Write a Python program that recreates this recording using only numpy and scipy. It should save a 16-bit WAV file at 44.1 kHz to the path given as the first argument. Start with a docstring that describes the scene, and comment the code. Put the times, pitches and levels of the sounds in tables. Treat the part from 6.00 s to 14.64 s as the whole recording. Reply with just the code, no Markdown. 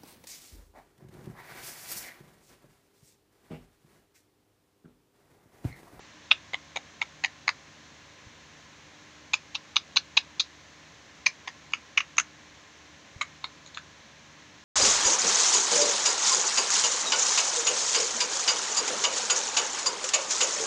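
"""Dry little clicks, about four a second in four bouts: a parrot nibbles a phone in a small, soft room.
Each bite is a few quick taps of the beak. Every tap rings five resonances (pitches that sound briefly):
hollow, knock, clack, rim and edge, from low to high. All five shift from tap to tap as the beak closes.
Twice the bird steps on cloth with a soft thud. Behind it all, a faint motor hums under a steady hiss."""
import sys
import numpy as np
from scipy import signal
from scipy.fft import rfft, irfft
from scipy.io import wavfile
from scipy.ndimage import uniform_filter1d, minimum_filter1d

SR = 44100
rng = np.random.default_rng(int(sys.argv[2]) if len(sys.argv) > 2 else 0)


def transcribe(signal):
    """Save signal, clipped to [-1, 1], as a 16-bit WAV file at the path in sys.argv[1]."""
    frames = np.atleast_2d(signal).T
    limited = np.clip(frames, -1, 1)
    pcm = np.round(limited * 32767).astype(np.int16)
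    wavfile.write(sys.argv[1], SR, pcm)


N = 381024


def from_db(db):
    """Turns decibels into a number to multiply a sound by."""
    return 10 ** (np.asarray(db) / 20)


def unit(x):
    """Scales a sound so that its average level (rms) is one."""
    return x / np.sqrt(np.mean(x ** 2) + 1e-30)


def along(points, hz):
    """Reads between the rows of a (frequency, value) table, giving each octave equal space."""
    f, value = np.transpose(points)
    return np.interp(np.log(hz + 1), np.log(f + 1), value)


def add(mix, s, sound):
    """Mixes in a sound with its middle at s seconds."""
    part = mix[round(s * SR) - len(sound) // 2:][:len(sound)]
    part += sound[:len(part)]


def drift(rate_hz):
    """A slow random wobble, mostly slower than rate_hz."""
    hz = np.fft.rfftfreq(N, 1 / SR)
    return unit(irfft(rfft(rng.standard_normal(N)) / (1 + (hz / rate_hz) ** 4), N))


# the tone of the hiss, from bass to treble: (frequency [Hz], relative level [dB])
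HISS_COLOUR = [(25, -22), (42, -12), (70, -0.5), (270, 1), (340, -3), (1400, -4.5), (2100, -1.5),
               (2600, -4.5), (4250, -6), (4750, -11), (6300, -6.5), (7200, -13), (8400, -28.5),
               (12000, -41), (15500, -37)]
# broad resonances in the room's air: (frequency [Hz], width [Hz], boost [dB])
AIR_RESONANCES = [(1043, 75, 6.5), (1716, 210, 3.5)]

def hiss(level_db=-53):
    """The air and the microphone make a steady noise, a little stronger around two pitches."""
    hz = np.fft.rfftfreq(N, 1 / SR)
    peaks_db = sum(db / (1 + (2 * (hz - f) / width) ** 2) for f, width, db in AIR_RESONANCES)
    colour = from_db(along(HISS_COLOUR, hz) + peaks_db)
    return from_db(level_db) * unit(irfft(rfft(rng.standard_normal(N)) * colour, N))


# the motor's tones: (pitch [Hz], average level [dB])
MOTOR_TONES = [(75.4, -70), (100, -72.5), (150.7, -68), (199.2, -89), (226.1, -78.5), (301.5, -67.5),
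               (554.5, -73.5), (602.9, -79), (651.4, -87.5)]

def motor_hum():
    """A motor hums with low tones that waver a little in loudness and pitch."""
    t, out = np.arange(N) / SR, np.zeros(N)
    for hz, db in MOTOR_TONES:
        flutter = 1 + .28 * drift(3)
        tone = np.sin(2 * np.pi * hz * t + .5 * drift(4))
        out += from_db(db) * unit(flutter * tone)
    return out


# steps on the cloth: (time [s], level before fading [dB], pitch [Hz], fade in and out [s])
FOOTFALLS = [(2.272, -40, 96, 0.0026), (7.166, -35.5, 92.5, 0.0023)]

def footsteps():
    """A foot lands on cloth and gives it one soft, low push."""
    out, t = np.zeros(N), np.arange(-SR // 10, SR // 10) / SR
    for s, db, hz, fade_s in FOOTFALLS:
        add(out, s, from_db(db) * np.sin(2 * np.pi * hz * t) / np.cosh(t / fade_s))
    return out


# how fast the echo dies away: (frequency [Hz], time to fade by 60 dB [s])
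ECHO_FADE = [(300, 0.15), (1000, 0.15), (2500, 0.12), (4000, 0.12), (7000, 0.11), (12000, 0.038)]
# the tone the room gives its echo: (frequency [Hz], boost or cut [dB])
ECHO_COLOUR = [(500, 8), (1100, -5.5), (1700, 8), (2400, -3), (3100, 0), (4000, -1), (4600, 3), (5300, 8),
               (6500, 2), (8000, 12.5), (12000, -5.5)]

def room_echo(sound, near_db=-16, near_s=0.0094, spread_s=0.0046, tail_db=-17, onset_s=0.0014):
    """Nearby surfaces throw back quick echoes, then a short tail; the paths change as the head moves."""
    paths, size = 3, 16384
    out, t, clock = np.zeros(N), np.arange(size) / SR, np.arange(N) / SR
    times, room_db, *_ = np.transpose(BITE_SPOTS)  # listed with the bites below
    sent = sound * from_db(np.interp(clock, times, room_db))
    colour = from_db(along(ECHO_COLOUR, np.fft.rfftfreq(size, 1 / SR)))
    for k in range(paths):
        near, tail = rng.standard_normal((2, size))
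        near *= np.exp(-.5 * ((t - near_s) / spread_s) ** 2) * (1 - np.exp(-(2 * t / near_s) ** 2))
        hz, age, bands = signal.stft(tail, SR, nperseg=128)
        fade = from_db(-60 * age / along(ECHO_FADE, hz)[:, None])  # the treble dies first
        tail = signal.istft(bands * fade, SR)[1][:size]
        tail *= 1 - np.exp(-(t / onset_s) ** 2)
        echo = from_db(near_db) * near / np.linalg.norm(near)
        echo += from_db(tail_db) * tail / np.linalg.norm(tail)
        share = np.sqrt(2 / paths) * np.cos(np.pi * (clock + k / paths))  # the paths take turns
        out += signal.oaconvolve(sent * share, irfft(rfft(echo) * colour))[:N]
    return out


# the five resonances, hollow to edge; a wider one rings more briefly: (width [Hz])
RING_WIDTHS = [490, 526, 650, 880, 690]
# how the microphone hears the ringing: (frequency [Hz], boost or cut [dB])
MIC_COLOUR = [(100, -8.5), (400, -1), (600, -9.5), (760, -2.5), (1200, -1.5), (1650, -7), (2200, 3.5),
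              (2750, 6), (3150, 3), (3600, 5), (6700, -0.5), (8300, -14.5), (12000, -31.5), (15500, -20.5)]
# the bare tick of a beak on a hard surface: (frequency [Hz], relative level [dB])
TICK_COLOUR = [(200, -15.5), (450, -12.5), (800, 4), (3000, 9), (6800, -22), (8300, -24.5), (10000, -27),
               (12500, -32.5), (15000, -33)]

def beak_tap(pitches, levels_db, tick_db, scuff=1.57, grip_s=0.0017, slip_s=0.0022, swell_s=0.000717):
    """The beak grips, snaps and slips; this short push makes a tick and rings five resonances."""
    size, level_span_s = 2048, .005
    t, hz = (np.arange(size) - size // 2) / SR, np.fft.rfftfreq(size, 1 / SR)
    grit = rng.standard_normal(size) * np.exp(-np.where(t < 0, (t / grip_s) ** 2, t / slip_s))
    force = rfft((t == 0) + scuff * grit / np.linalg.norm(grit))  # one sharp click plus a scrape
    # little sound gets into the air below the lowest resonance
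    bass_cut = from_db(-17) + 1 / (1 + (0.58 * pitches[0] / (hz + 1)) ** 10)
    # the rings need a moment to swell, so they start early and peak on the tap
    head_start = np.exp(2j * np.pi * (rng.random() + hz * swell_s))
    to_mic = bass_cut * from_db(along(MIC_COLOUR, hz)) * head_start
    sound = np.zeros(size)
    for k, (pitch, width, db) in enumerate(zip(pitches, RING_WIDTHS, levels_db)):
        # flipping every other ring makes neighbours cancel at the pitches between them
        ring = (-1) ** k / (1 + 2j * (hz - pitch) / width) ** 2
        sound += from_db(db) * unit(irfft(force * ring * to_mic))
    tick = unit(irfft(force * from_db(along(TICK_COLOUR, hz))))
    sound += from_db(tick_db) * np.std(sound) * tick
    return sound * np.sqrt(level_span_s * SR / size)  # levels count as averages over this short span


# where the beak is at work; a farther spot has more echo, a harder one more tick:
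# (time [s], level sent to the room [dB], tick compared with the rings [dB],
#  rim compared with the other four rings [dB], edge pitch [Hz])
BITE_SPOTS = [(.3, 0.5, -11.5, -25.5, 5950), (.55, -5, -11.5, -27, 6630), (1.2, -2, -11.5, -24, 6600),
              (1.5, -2.5, -9.5, -14.5, 6600), (3.3, 1.5, -15, -17.5, 6700), (3.7, -2, -25.5, -16, 6100),
              (4.17, -3, -19.5, -19, 6490), (4.4, 1.5, -30, -19, 6340), (5.3, 2, -11.5, -15, 6330),
              (5.75, 2.5, -22, -19.5, 6480), (6, 1.5, -21, -24, 6200), (6.2, -1.5, -6.5, -49, 6420),
              (7.2, 4, -9, -39, 6930), (7.8, 4, -15, -31, 6800)]
# as the beak closes, hollow, clack and rim rise while knock and edge fall: (pitch step [ratio])
CLOSING_RATIOS = [1.112, 0.97, 1.014, 1.043, 0.982]
# a harder tap brings out the knock and the clack; hollow to edge: (growth [dB per dB of force])
RING_GROWTH = [0.91, 1.76, 1.3, 0.73, 0.82]
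# one row a bite; forces are compared with the snap, the last three levels with the knock:
# (snap time [s], snap level [dB], touch comes earlier by [s], touch force [dB],
#  rebound comes later by [s], rebound force [dB], hollow pitch [Hz], knock pitch [Hz],
#  clack pitch [Hz], hollow level [dB], clack level [dB], edge level [dB])
BEAK_BITES = [(0.315, -12, .0045, -15, 0.0032, -2, 1130, 2550, 3500, -14.5, -2.5, -28),
              (0.5443, -24, .0085, -4, 0.01, -10, 880, 2060, 3520, -10.5, -8.5, -24),
              (0.7639, -28.5, 0.0027, -3.5, 0.0076, 0.5, 780, 2340, 3600, -3, -2.5, -10),
              (1.018, -21.5, .0032, -15, .0077, -4.5, 880, 2300, 3590, -9.5, -9.5, -21.5),
              (1.248, -18, 0.0079, -4.5, 0.012, -12, 900, 2100, 4120, -13.5, -10.5, -16.5),
              (1.481, -19, .004, -17, .0114, -2, 990, 2130, 4160, -7, -8.5, -18.5),
              (3.3413, -17, .005, -2, .007, -19, 1160, 2510, 3750, -16.5, -9, -14.5),
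              (3.5535, -25.5, 0.0046, -8, .0047, -3, 1010, 2820, 3800, -10, 0, -13.5),
              (3.7673, -14, 0.0068, -9, 0.0062, -14, 1150, 2560, 3930, -7.5, 3.5, -9),
              (3.9685, -18, .0066, -6, 0.0042, 4, 1160, 2580, 3920, -6.5, 6.5, -5),
              (4.1748, -8.5, .0038, -10, .0024, -4, 984, 2550, 3760, -13.5, 0.5, -15),
              (4.4019, -19.5, .0032, -1, .0052, -1.5, 1260, 2480, 3990, -5.5, 16.5, 4),
              (5.2644, -17, .004, -21, 0.0034, 1.5, 1010, 2330, 4150, -15.5, -10, -11.5),
              (5.4799, -29.5, 0.0034, -5, 0.0092, -9, 915, 1940, 3430, -5.5, -8, -14.5),
              (5.7371, -20, .0145, -21, .009, -20, 1280, 2560, 3750, -10.5, -31, -17.5),
              (5.977, -15, 0.0037, -22, .004, -1, 1220, 2410, 3700, -16.5, -24, -16.5),
              (6.0064, -23.5, 0.022, -5.5, .004, -21, 1230, 2400, 3800, -10.5, -21, -15),
              (6.1838, -15.5, .0135, -26, 0.0039, -7, 1450, 2370, 3950, -3, -6, 2),
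              (6.2002, -21.5, .004, -10, 0.0071, -17, 1400, 2150, 3920, 6, -1, 8),
              (7.2173, -22.5, .0038, -2, 0.0078, -16, 1250, 2130, 3950, -1, -4.5, -12.5),
              (7.4441, -27.5, 0.0016, -7.5, 0.0053, -26, 1140, 2150, 3830, -3, 2.5, -20),
              (7.663, -46.5, .003, -15, 0.013, -3, 1000, 2400, 3880, 0, 13, 10),
              (7.748, -40.5, .003, -15, 0.0091, -11, 1080, 2030, 3920, 2, 25, 15),
              (7.7743, -32, 0.0035, -15, 0.0074, -9, 1450, 2650, 3700, 3, 1, -10.5)]

def nibbling(chatter_s=0.0083, chatter_db=-18):
    """Each bite is a touch, a snap, a rebound and a faint chatter; pitches shift as the beak closes."""
    out = np.zeros(N)
    rim_hz = 4870  # at the snap
    times, _, *spot_curves = np.transpose(BITE_SPOTS)
    for s, snap_db, lead_s, touch_db, lag_s, rebound_db, *rings in BEAK_BITES:
        hollow_hz, knock_hz, clack_hz, hollow_db, clack_db, edge_db = rings
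        tick_db, rim_db, edge_hz = (np.interp(s, times, curve) for curve in spot_curves)
        snap_pitches = np.array([hollow_hz, knock_hz, clack_hz, rim_hz, edge_hz])
        total_db = 20 * np.log10(np.linalg.norm(from_db([hollow_db, 0, clack_db, edge_db])))
        balance_db = np.array([hollow_db, 0, clack_db, total_db + rim_db, edge_db]) - total_db
        # (delay [s], force [dB], how far the beak has closed [steps])
        taps = [(-lead_s, touch_db, -1), (0, 0, 0), (lag_s, rebound_db, 1),
                (lag_s + chatter_s, rebound_db + chatter_db, 1)]
        for delay_s, force_db, closed in taps:
            pitches = snap_pitches * np.array(CLOSING_RATIOS) ** closed
            levels_db = snap_db + balance_db + force_db * np.array(RING_GROWTH)
            add(out, s + delay_s, beak_tap(pitches, levels_db, tick_db))
    return out


def scene():
    """The bird close by and the room behind it, in one channel."""
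    bites = nibbling()
    return (bites + room_echo(bites) + footsteps() + motor_hum() + hiss())[None]


def record(dry, ceiling=.8, hold_samples=129, top_hz=15750):
    """Turns the volume down smoothly around any peak that is too loud, then cuts the highest treble."""
    allowed = np.minimum(1, ceiling / (abs(dry) + 1e-9))
    gain = minimum_filter1d(allowed, hold_samples)
    for _ in range(2):  # round off the dips in volume
        gain = uniform_filter1d(gain, hold_samples // 2)
    treble_cut = signal.firwin(511, top_hz, window=("kaiser", 9), fs=SR)
    return signal.oaconvolve(dry * gain, treble_cut[None], "same")


dry = scene()
out = record(dry)
transcribe(out)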